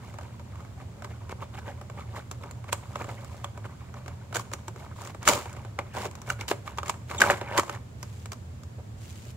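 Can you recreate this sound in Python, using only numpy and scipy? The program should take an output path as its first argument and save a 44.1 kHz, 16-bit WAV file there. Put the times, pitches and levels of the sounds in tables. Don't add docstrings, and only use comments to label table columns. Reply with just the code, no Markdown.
import sys
import numpy as np
from scipy import signal
from scipy.fft import rfft, irfft, next_fast_len
from scipy.io import wavfile
from scipy.ndimage import uniform_filter1d

SR = 44100
rng = np.random.default_rng(int(sys.argv[2]) if len(sys.argv) > 2 else 0)


def materialize(psi):
    bounded = np.clip(np.atleast_2d(psi).T, -1, 1)
    quanta = np.round(bounded * 32767).astype(np.int16)
    wavfile.write(sys.argv[1], SR, quanta)


N = 412776
TIME = np.arange(N) / SR


def from_db(db):
    return 10 ** (np.asarray(db) / 20)


def rms_one(x):
    return x / np.sqrt(np.mean(x ** 2) + 1e-20)


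def high_pass(x, hz):
    return signal.sosfilt(signal.butter(2, hz, "high", fs=SR, output="sos"), x)


def band(x, low_hz, high_hz):
    edges = [low_hz, min(high_hz, SR / 2 - 10)]
    return signal.sosfilt(signal.butter(2, edges, "band", fs=SR, output="sos"), x)


def resonate(x, hz, width_hz):
    r = np.exp(-np.pi * width_hz / SR)
    zeros = np.array([1, 0, -1]) * (1 - r * r) / 2
    poles = [1, -2 * r * np.cos(2 * np.pi * hz / SR), r * r]
    return signal.lfilter(zeros, poles, x)


def colour(x, spectrum):
    size = next_fast_len(N)
    hz, db = np.transpose(spectrum)
    bins_hz = np.arange(size // 2 + 1) * SR / size
    gain = from_db(np.interp(np.log(bins_hz + 1), np.log(hz), db))
    return rms_one(irfft(rfft(x, size) * gain, size)[..., :N])


def drift(rate):
    knots = rng.standard_normal(N // 10)
    return rms_one(np.interp(TIME * rate, np.arange(len(knots)), knots))


def noise_pair(likeness, size):
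    mid, side = rng.standard_normal((2, size))
    alike = np.clip(likeness, -1, 1)
    return (np.sqrt(1 + alike) * mid + np.sqrt(1 - alike) * side * [[1], [-1]]) / np.sqrt(2)


def bells(rows):
    out = np.zeros(N)
    for s, length_s, db in rows:
        near = slice(*np.searchsorted(TIME, [s - length_s, s + length_s]))
        out[near] += from_db(db) * np.exp(-2 * (2 * (TIME[near] - s) / length_s) ** 2)
    return out


def ringing_grains(low_hz, high_hz, per_s, cycles, spread_db, tilt_db):
    gap, place, size, phase = rng.random((N // 50, 4)).T
    at = (np.cumsum(2 * gap / per_s) * SR).astype(int)
    hz = low_hz * (high_hz / low_hz) ** place
    gain = from_db(spread_db * size + tilt_db * np.log2(hz / low_hz))
    keep, steps = at < N, np.arange(SR // 70)
    turns = hz[keep, None] * steps / SR
    swell = turns * np.exp(-turns / cycles)
    grains = gain[keep, None] * swell * np.sin(2 * np.pi * (turns + phase[keep, None]))
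    places = at[keep, None] + steps
    return rms_one(np.bincount(places.ravel(), grains.ravel(), N)[:N])


# (pitch [Hz], nominal width [Hz], level before stereo balance [dB])
HUM_TONES = [(64.5, 8.3, -59.5), (83.1, 9.3, -47), (104.3, 10.5, -46), (120, 10.6, -46.5)]


def hum():
    tones = np.zeros((2, N))
    for hz, width_hz, db in HUM_TONES:
        once = resonate(noise_pair(0.99, N), hz, 1.36 * width_hz)
        tones += from_db(db) * rms_one(resonate(once, hz, 1.36 * width_hz))
    return tones * from_db([[-.8], [.8]])


# (frequency [Hz], relative level [dB])
AIR_COLOUR = [(25, -14.5), (75, 2), (220, 0.5), (300, -9), (650, -14.5), (1500, -24), (4500, -32),
              (15000, -43)]


def air():
    mid, side = rng.standard_normal((2, N))
    side = 0.32 * side + 0.77 * high_pass(side, 430)
    noise = from_db(-48) * colour(mid + side * [[1], [-1]], AIR_COLOUR)
    return noise * from_db([[-.4], [.4]])


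def stick_slip(depth_db):
    grip = from_db(depth_db * (.5 * drift(70) + drift(300)))
    return grip / np.sqrt(uniform_filter1d(grip ** 2, size=SR // 30))


def friction(spectrum, grip, likeness, slips_per_s, slip_db, smooth):
    sizes = from_db(slip_db * np.minimum(rng.exponential(1, N), 4))
    slips = (rng.random(N) < slips_per_s / SR) * sizes
    grains = rms_one(uniform_filter1d(slips, size=30))
    return colour(noise_pair(likeness, N) * (grains + smooth) * grip, spectrum)


def moving_fingers(rub, spread_db):
    centres = np.geomspace(550, 2600, 7)
    gains = [from_db(spread_db * drift(16)) for _ in centres]
    shifted = rub.copy()
    for hz, gain in zip(centres, gains):
        shifted += resonate(rub, hz, hz / 5) * (gain / np.sqrt(np.mean(gain ** 2)) - 1)
    return shifted


# (frequency [Hz], relative level [dB])
CARD_COLOUR = [(90, -5), (200, 6), (310, 0.5), (550, 7), (1100, 1), (2500, -16.5), (3600, -17.5),
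               (8000, -42)]


def card_texture():
    grip = stick_slip(depth_db=2.8)
    fibres = friction(CARD_COLOUR, grip, likeness=0.79, slips_per_s=600, slip_db=2.0, smooth=0.65)
    fine = moving_fingers(fibres, spread_db=2.5)
    coarse = ringing_grains(low_hz=720, high_hz=2400, per_s=260, cycles=1.8, spread_db=13, tilt_db=-2.0)
    crackle = ringing_grains(low_hz=1500, high_hz=4500, per_s=190, cycles=0.8, spread_db=12, tilt_db=-1.5)
    return from_db(-3.5) * fine + from_db(-6) * coarse + from_db(-11.5) * crackle


# (frequency [Hz], relative level [dB])
EDGE_COLOUR = [(1200, 0.5), (2800, 5), (7500, -3), (10000, -5), (15000, -9)]


def edge_texture():
    return friction(EDGE_COLOUR, 1, likeness=0.116, slips_per_s=900, slip_db=5.5, smooth=0.9)


HOLD_RUB_DB, HOLD_HISS_DB, BOX_AWAY_S = -57.5, -72.5, 7.82
HOLD_SWING_DB, HOLD_SHIFTS_PER_S = 4, 37


def holding():
    restless = from_db(HOLD_SWING_DB * drift(HOLD_SHIFTS_PER_S))
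    return from_db([[HOLD_RUB_DB], [HOLD_HISS_DB]]) * restless * (TIME < BOX_AWAY_S)


SLIDE_ATTACK_SHARE, SLIDE_RELEASE_S = 0.29, 0.011
# (start [s], length [s], rubbing drive [dB], hiss drive [dB])
SLIDE_MOVES = [(0.0, 0.14, -52.5, -59.5), (2.748, 0.67, -52, -56), (4.345, 0.06, -53, -40.5),
               (4.764, 0.098, -47, -55.5), (4.953, 0.15, -45, -50), (5.251, 0.025, -33.5, -32),
               (5.425, 0.2, -49, -60), (5.933, 0.13, -37.5, -41.5), (6.258, 0.065, -41.5, -44.5),
               (6.388, 0.038, -39, -48.5), (6.478, 0.033, -46, -32.5), (6.648, 0.059, -44, -51.5),
               (6.847, 0.066, -39.5, -47), (7.971, 0.28, -65, -56.5), (8.97, 0.34, -70, -51)]


def slides():
    out = np.zeros((2, N))
    for s, length_s, rub_db, hiss_db in SLIDE_MOVES:
        attack = np.sqrt(np.clip((TIME - s) / (SLIDE_ATTACK_SHARE * length_s), 0, 1))
        release = np.exp(-np.clip((TIME - s - length_s) / SLIDE_RELEASE_S, 0, 20))
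        out += from_db([[rub_db], [hiss_db]]) * attack * release
    return out


TICK_THUD_DB, TICK_CRACK_DB = 0.5, -10.5
TICK_PITCH_HZ, TICK_PITCH_OCTAVES = 1150, 0.28
# (time [s], panel drive [dB])
SOFT_TICKS = [(0.14, -48.5), (0.185, -42.5), (0.21, -48), (0.229, -54), (0.395, -49), (0.555, -51),
              (0.604, -50.5), (0.648, -51.5), (1.021, -42), (1.293, -42.5), (1.812, -44), (1.898, -44.5),
              (2.436, -43.5), (2.641, -47.5), (3.042, -41), (3.575, -44.5), (3.94, -46.5), (4.06, -45.5),
              (4.326, -39.5), (4.515, -42.5), (4.76, -45.5), (5.146, -43.5), (5.332, -32), (5.375, -35),
              (5.456, -41.5), (5.565, -45.5), (5.648, -45.5), (5.948, -40.5), (5.967, -38), (6.94, -48),
              (7.146, -39.5), (7.632, -38), (7.679, -44), (7.757, -49)]


def ticks():
    pitches = TICK_PITCH_HZ * 2 ** (TICK_PITCH_OCTAVES * (2 * rng.random(len(SOFT_TICKS)) - 1))
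    return [(s, db, db + TICK_THUD_DB, db + TICK_CRACK_DB, hz) for (s, db), hz in zip(SOFT_TICKS, pitches)]


SCUFF_HISS_DB = -12.5
# (centre [s], length [s], rubbing drive [dB])
FINGER_SCUFFS = [(0.232, 0.16, -49), (0.6, 0.13, -54), (0.808, 0.063, -46), (1.11, 0.042, -43),
                 (1.316, 0.036, -36), (1.428, 0.055, -38.5), (1.548, 0.04, -41), (1.586, 0.041, -38),
                 (1.688, 0.098, -40), (1.997, 0.099, -40.5), (2.175, 0.089, -36), (2.43, 0.049, -43),
                 (2.692, 0.025, -35), (3.012, 0.047, -34.5), (3.1, 0.055, -35.5), (3.655, 0.034, -38),
                 (3.976, 0.047, -43), (5.233, 0.055, -40.5)]


def scuffs():
    rub = bells(FINGER_SCUFFS)
    return np.array([rub, from_db(SCUFF_HISS_DB) * rub])


STRAIN_S, STRAIN_RUB_DB, STRAIN_HISS_DB = 0.0033, -12, -2
# (time [s], panel drive [dB], thud drive [dB], crack drive [dB], panel pitch [Hz])
CARD_SNAPS = [(1.0444, -37.5, -42, -48, 960), (2.7271, -24.5, -39, -26, 856),
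              (2.956, -33.5, -32.5, -47, 1280), (3.443, -32, -39.5, -43.5, 970),
              (4.0793, -41, -40.5, -48, 1360), (4.3468, -36, -37, -34, 1290),
              (4.356, -29.5, -30, -32, 1480), (4.3659, -28.5, -34, -31, 1480),
              (4.3943, -35, -45, -41, 1110), (4.534, -34, -40, -32.5, 1240),
              (4.6801, -36.5, -41.5, -41.5, 960), (5.2755, -17.5, -28, -19.5, 1210),
              (5.2866, -24, -20.5, -17, 1500), (5.2943, -24.5, -35, -26, 2130),
              (5.7883, -26, -34, -57, 1060), (6.0526, -35, -33, -44, 940), (6.3004, -28.5, -50, -32, 1430),
              (6.409, -35.5, -53, -38.5, 2260), (6.5125, -22.5, -28.5, -44, 714),
              (6.6757, -34.5, -58, -54, 1140), (6.7837, -27.5, -45, -43.5, 970),
              (6.8302, -34, -39, -48, 1170), (6.8952, -24, -48, -29.5, 1010), (7.1118, -33, -44, -51, 1230),
              (7.2002, -27.5, -43, -51, 1390), (7.2047, -29, -40, -24.5, 1560),
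              (7.2161, -12.5, -25, -22.5, 1560), (7.2998, -23, -19, -47, 1760),
              (7.3054, -26, -30.5, -30.5, 1250), (7.412, -34.5, -31.5, -71, 1260),
              (7.5767, -20.5, -27, -24, 1130), (7.5826, -20.5, -22.5, -32, 1130),
              (7.5949, -22, -41, -28, 1170), (7.6947, -30.5, -37, -43, 1300)]


def strain():
    out, t = np.zeros((2, N)), np.arange(-SR // 20, 0) / SR
    for s, panel_db, _, crack_db, _ in CARD_SNAPS:
        at = round(s * SR)
        levels = from_db([[panel_db + STRAIN_RUB_DB], [crack_db + STRAIN_HISS_DB]])
        out[:, at - len(t):at] += levels * np.exp(t / STRAIN_S)
    return out


def snap_force(t, likeness, rise_s, fall_s, rattle_db, rattle_s):
    onset = 1 - np.exp(-(t / rise_s) ** 2)
    burst = np.exp(-(t / fall_s) ** 2)
    flutter = from_db(rattle_db) * np.exp(-t / rattle_s)
    return noise_pair(likeness, len(t)) * onset * (burst + flutter)


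def panel_ring(t, pitch_hz):
    force = snap_force(t, likeness=0.56, rise_s=0.00098, fall_s=0.0048, rattle_db=-6.5, rattle_s=0.013)
    force[:, SR // 900] += 11
    return resonate(force, pitch_hz, width_hz=360) + 0.14 * band(force, 670, 2640)


def box_thud(t):
    force = snap_force(t, likeness=0.85, rise_s=0.0019, fall_s=0.0052, rattle_db=-6.0, rattle_s=0.019)
    return band(force, 296, 820)


def edge_crack(t):
    force = snap_force(t, likeness=0.12, rise_s=0.0013, fall_s=0.0029, rattle_db=-12.5, rattle_s=0.0096)
    crack = band(force, 1800, 21400)
    crack = crack + 3.4 * resonate(crack, 1830, width_hz=4700)
    return crack + sum(resonate(crack, hz, 260) for hz in rng.uniform(5000, 8300, 4))


def snaps():
    t = np.arange(SR // 8) / SR
    head = SR // 125
    card, edge = np.zeros((2, 2, N + len(t)))
    for s, panel_db, thud_db, crack_db, pitch_hz in CARD_SNAPS + clicks() + ticks():
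        panel, thud, crack = panel_ring(t, pitch_hz), box_thud(t), edge_crack(t)
        at = round(s * SR)
        for out, part, db in ((card, panel, panel_db), (card, thud, thud_db), (edge, crack, crack_db)):
            out[:, at:at + len(t)] += part * from_db(db) / np.sqrt(np.mean(part[:, :head] ** 2))
    return card[:, :N], edge[:, :N]


# (centre [s], length [s], drive [dB])
EDGE_RASPS = [(1.55, 0.023, -45), (1.587, 0.023, -46), (1.69, 0.06, -48.5), (3.185, 0.04, -49.5),
              (5.49, 0.15, -53), (6.0, 0.2, -45), (7.52, 0.31, -45), (7.735, 0.05, -47)]


def rasps():
    grains = ringing_grains(low_hz=1410, high_hz=3200, per_s=450, cycles=3.2, spread_db=9, tilt_db=-3.0)
    return bells(EDGE_RASPS) * grains


CLICK_PANEL_DB, CLICK_THUD_DB, CLICK_PITCH_HZ = -1, -7.5, 1160
# (time [s], crack drive [dB])
PLASTIC_CLICKS = [(2.3116, -38), (2.5097, -46), (3.245, -49.5), (5.017, -45.5), (5.0488, -45.5),
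                  (5.072, -43.5), (5.228, -42.5), (5.354, -39), (5.495, -53), (5.528, -49.5), (6.111, -49),
                  (6.152, -45.5), (6.216, -45), (6.482, -39), (6.4998, -42), (6.774, -45), (6.859, -45),
                  (6.88, -38), (8.0274, -39.5), (8.2567, -43), (8.318, -38.5), (8.33, -43), (8.633, -51.5)]


def clicks():
    return [(s, db + CLICK_PANEL_DB, db + CLICK_THUD_DB, db, CLICK_PITCH_HZ) for s, db in PLASTIC_CLICKS]


SQUEAK_JITTER = 0.018
# (start [s], length [s], first pitch [Hz], last pitch [Hz], drive [dB], octave above, relative [dB])
EDGE_SQUEAKS = [(3.443, 0.007, 3360, 3160, -31, -15.5), (6.3013, 0.0066, 1450, 1400, -18.5, -9),
                (6.479, 0.012, 3270, 2780, -36, -22), (7.177, 0.019, 3700, 2650, -31.5, -2)]


def squeaks():
    out, wobble = np.zeros(N), 1 + SQUEAK_JITTER * drift(600)
    for s, length_s, first_hz, last_hz, db, octave_db in EDGE_SQUEAKS:
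        near = (TIME > s) & (TIME < s + length_s)
        progress = (TIME[near] - s) / length_s
        hz = (first_hz + (last_hz - first_hz) * progress ** 2) * wobble[near]
        phase = 2 * np.pi * np.cumsum(hz) / SR
        tone = np.sin(phase) + from_db(octave_db) * np.sin(2 * phase)
        out[near] += from_db(db) * np.sin(np.pi * progress) * tone
    return out


# (time [s], pitch [Hz], envelope peak before the box [dB], swell [s])
CATCH_KNOCKS = [(5.2761, 1670, -5.5, 0.00044), (6.512, 410, -16.5, 0.0017), (7.2167, 1650, -3, .0012),
                (7.2388, 1420, -13, 0.001), (7.272, 2300, -26, 0.00088), (7.2838, 950, -21, .0006),
                (7.3001, 1780, -3.5, 0.00025)]


def knocks():
    out, t = np.zeros(N), np.arange(SR // 20) / SR
    for s, hz, db, swell_s in CATCH_KNOCKS:
        at = round(s * SR)
        swell = t / swell_s * np.exp(1 - t / swell_s)
        out[at:at + len(t)] += from_db(db) * swell * np.sin(2 * np.pi * hz * t)
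    return out


LURCH_S, LURCH_HOLD_S, LURCH_RUB_DB, LURCH_HISS_DB = 5.28, 0.026, -28, -24
LURCH_RISE_DB_PER_S, RUB_FALL_DB_PER_S, HISS_FALL_DB_PER_S = 1391, 123, 185


def lurch():
    rise_db = LURCH_RISE_DB_PER_S * np.clip(TIME - LURCH_S, -1, 0)
    slowing_s = np.clip(TIME - LURCH_S - LURCH_HOLD_S, 0, 2)
    return from_db([LURCH_RUB_DB + rise_db - RUB_FALL_DB_PER_S * slowing_s,
                    LURCH_HISS_DB + rise_db - HISS_FALL_DB_PER_S * slowing_s])


# (time [s], rubbing drive [dB], hiss drive [dB])
TRAY_PULL = [(7.06, -79, -74), (7.099, -39, -45), (7.19, -42.5, -49), (7.225, -29, -34),
             (7.315, -25, -35.5), (7.37, -42.5, -50.5), (7.45, -41.5, -61), (7.555, -34, -47),
             (7.58, -27, -35), (7.64, -52, -57), (7.75, -39, -48.5), (7.84, -70, -98)]


def pull():
    s, *levels = np.transpose(TRAY_PULL)
    return from_db([np.interp(TIME, s, db) for db in levels]) * (TIME > s[0]) * (TIME < s[-1])


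# (centre [s], length [s], drive [dB])
DULL_BUMPS = [(7.215, 0.059, -31), (7.308, 0.027, -37), (7.59, 0.028, -29), (8.795, 0.034, -42),
              (9.266, 0.014, -42)]


def bumps():
    return bells(DULL_BUMPS) * rms_one(band(rng.standard_normal(N), 125, 500))


JUDDER_DB, JUDDERS_PER_S = 1.5, 70


def contact():
    jerks = rms_one(from_db(JUDDER_DB * drift(JUDDERS_PER_S)))
    judder = np.array([jerks, np.sqrt(jerks)])
    moves = holding(), scuffs(), strain(), judder * slides(), lurch(), judder * pull()
    return np.sqrt(sum(move ** 2 for move in moves))


# (pitch [Hz], width [Hz], gain relative to the direct force [dB])
BOX_RINGS = [(378, 39, -4.5), (580.4, 28, 2.5), (955, 77, -4.5), (1174, 160, 0), (1520, 54, -41),
             (2315, 270, -6.5)]


def box(force):
    sound = 0.77 * (force + sum(from_db(db) * resonate(force, hz, width) for hz, width, db in BOX_RINGS))
    left = np.interp(TIME - .00008, TIME, sound[0])
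    return np.array([left, sound[1]]) * from_db([[-.5], [.5]])


# (pitch [Hz], gain relative to the direct force [dB])
PLASTIC_RINGS = [(5050, -10), (5490, -17), (5975, -15.5), (6405, -12), (6880, -11.5), (7610, -34)]


def plastic(force):
    return 0.66 * (force + sum(from_db(db) * resonate(force, hz, width_hz=88) for hz, db in PLASTIC_RINGS))


# (delay at the left [s], delay at the right [s])
CLOSE_ECHOES = [(.00135, 0.001492), (.0033, .0041)]


def desk(x, echo_db):
    bright = band(x, 1170, SR / 2)
    echoes = np.zeros((2, N))
    for delays in CLOSE_ECHOES:
        echoes += np.array([np.interp(TIME - s, TIME, side) for s, side in zip(delays, bright)])
    return x + from_db(echo_db) * echoes


LOW_T60_S, HIGH_T60_S = 0.37, 0.41


def room(x):
    t = np.arange(SR // 2) / SR
    white = noise_pair(0.35, len(t)) * (1 - np.exp(-(t / 0.0016) ** 2))
    low = band(white, 127, 2630) * from_db(-60 * t / LOW_T60_S)
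    high = band(white, 1540, 15000) * from_db(-1.5 - 60 * t / HIGH_T60_S)
    response = low + high
    response = response / np.sqrt(np.sum(response ** 2) / 2)
    return from_db(-17.5) * signal.fftconvolve(x, response, axes=1)[:, :N]


def scene():
    rubbing, hissing = contact()
    rub = rubbing * card_texture()
    hiss = hissing * edge_texture()
    card, crack = snaps()
    box_sound = box(card + rub + rasps() + squeaks() + knocks() + bumps())
    handling = desk(box_sound + plastic(crack + hiss), echo_db=-14.5)
    return handling + room(handling) + hum() + air()


def record(dry):
    bright = dry + 1.17 * resonate(dry, 7220, width_hz=1140)
    rounded = bright / (1 + (bright / .8) ** 4) ** .25
    return signal.sosfilt(signal.ellip(10, .2, 80, 15700, fs=SR, output="sos"), rounded)


dry = scene()
out = record(dry)
materialize(out)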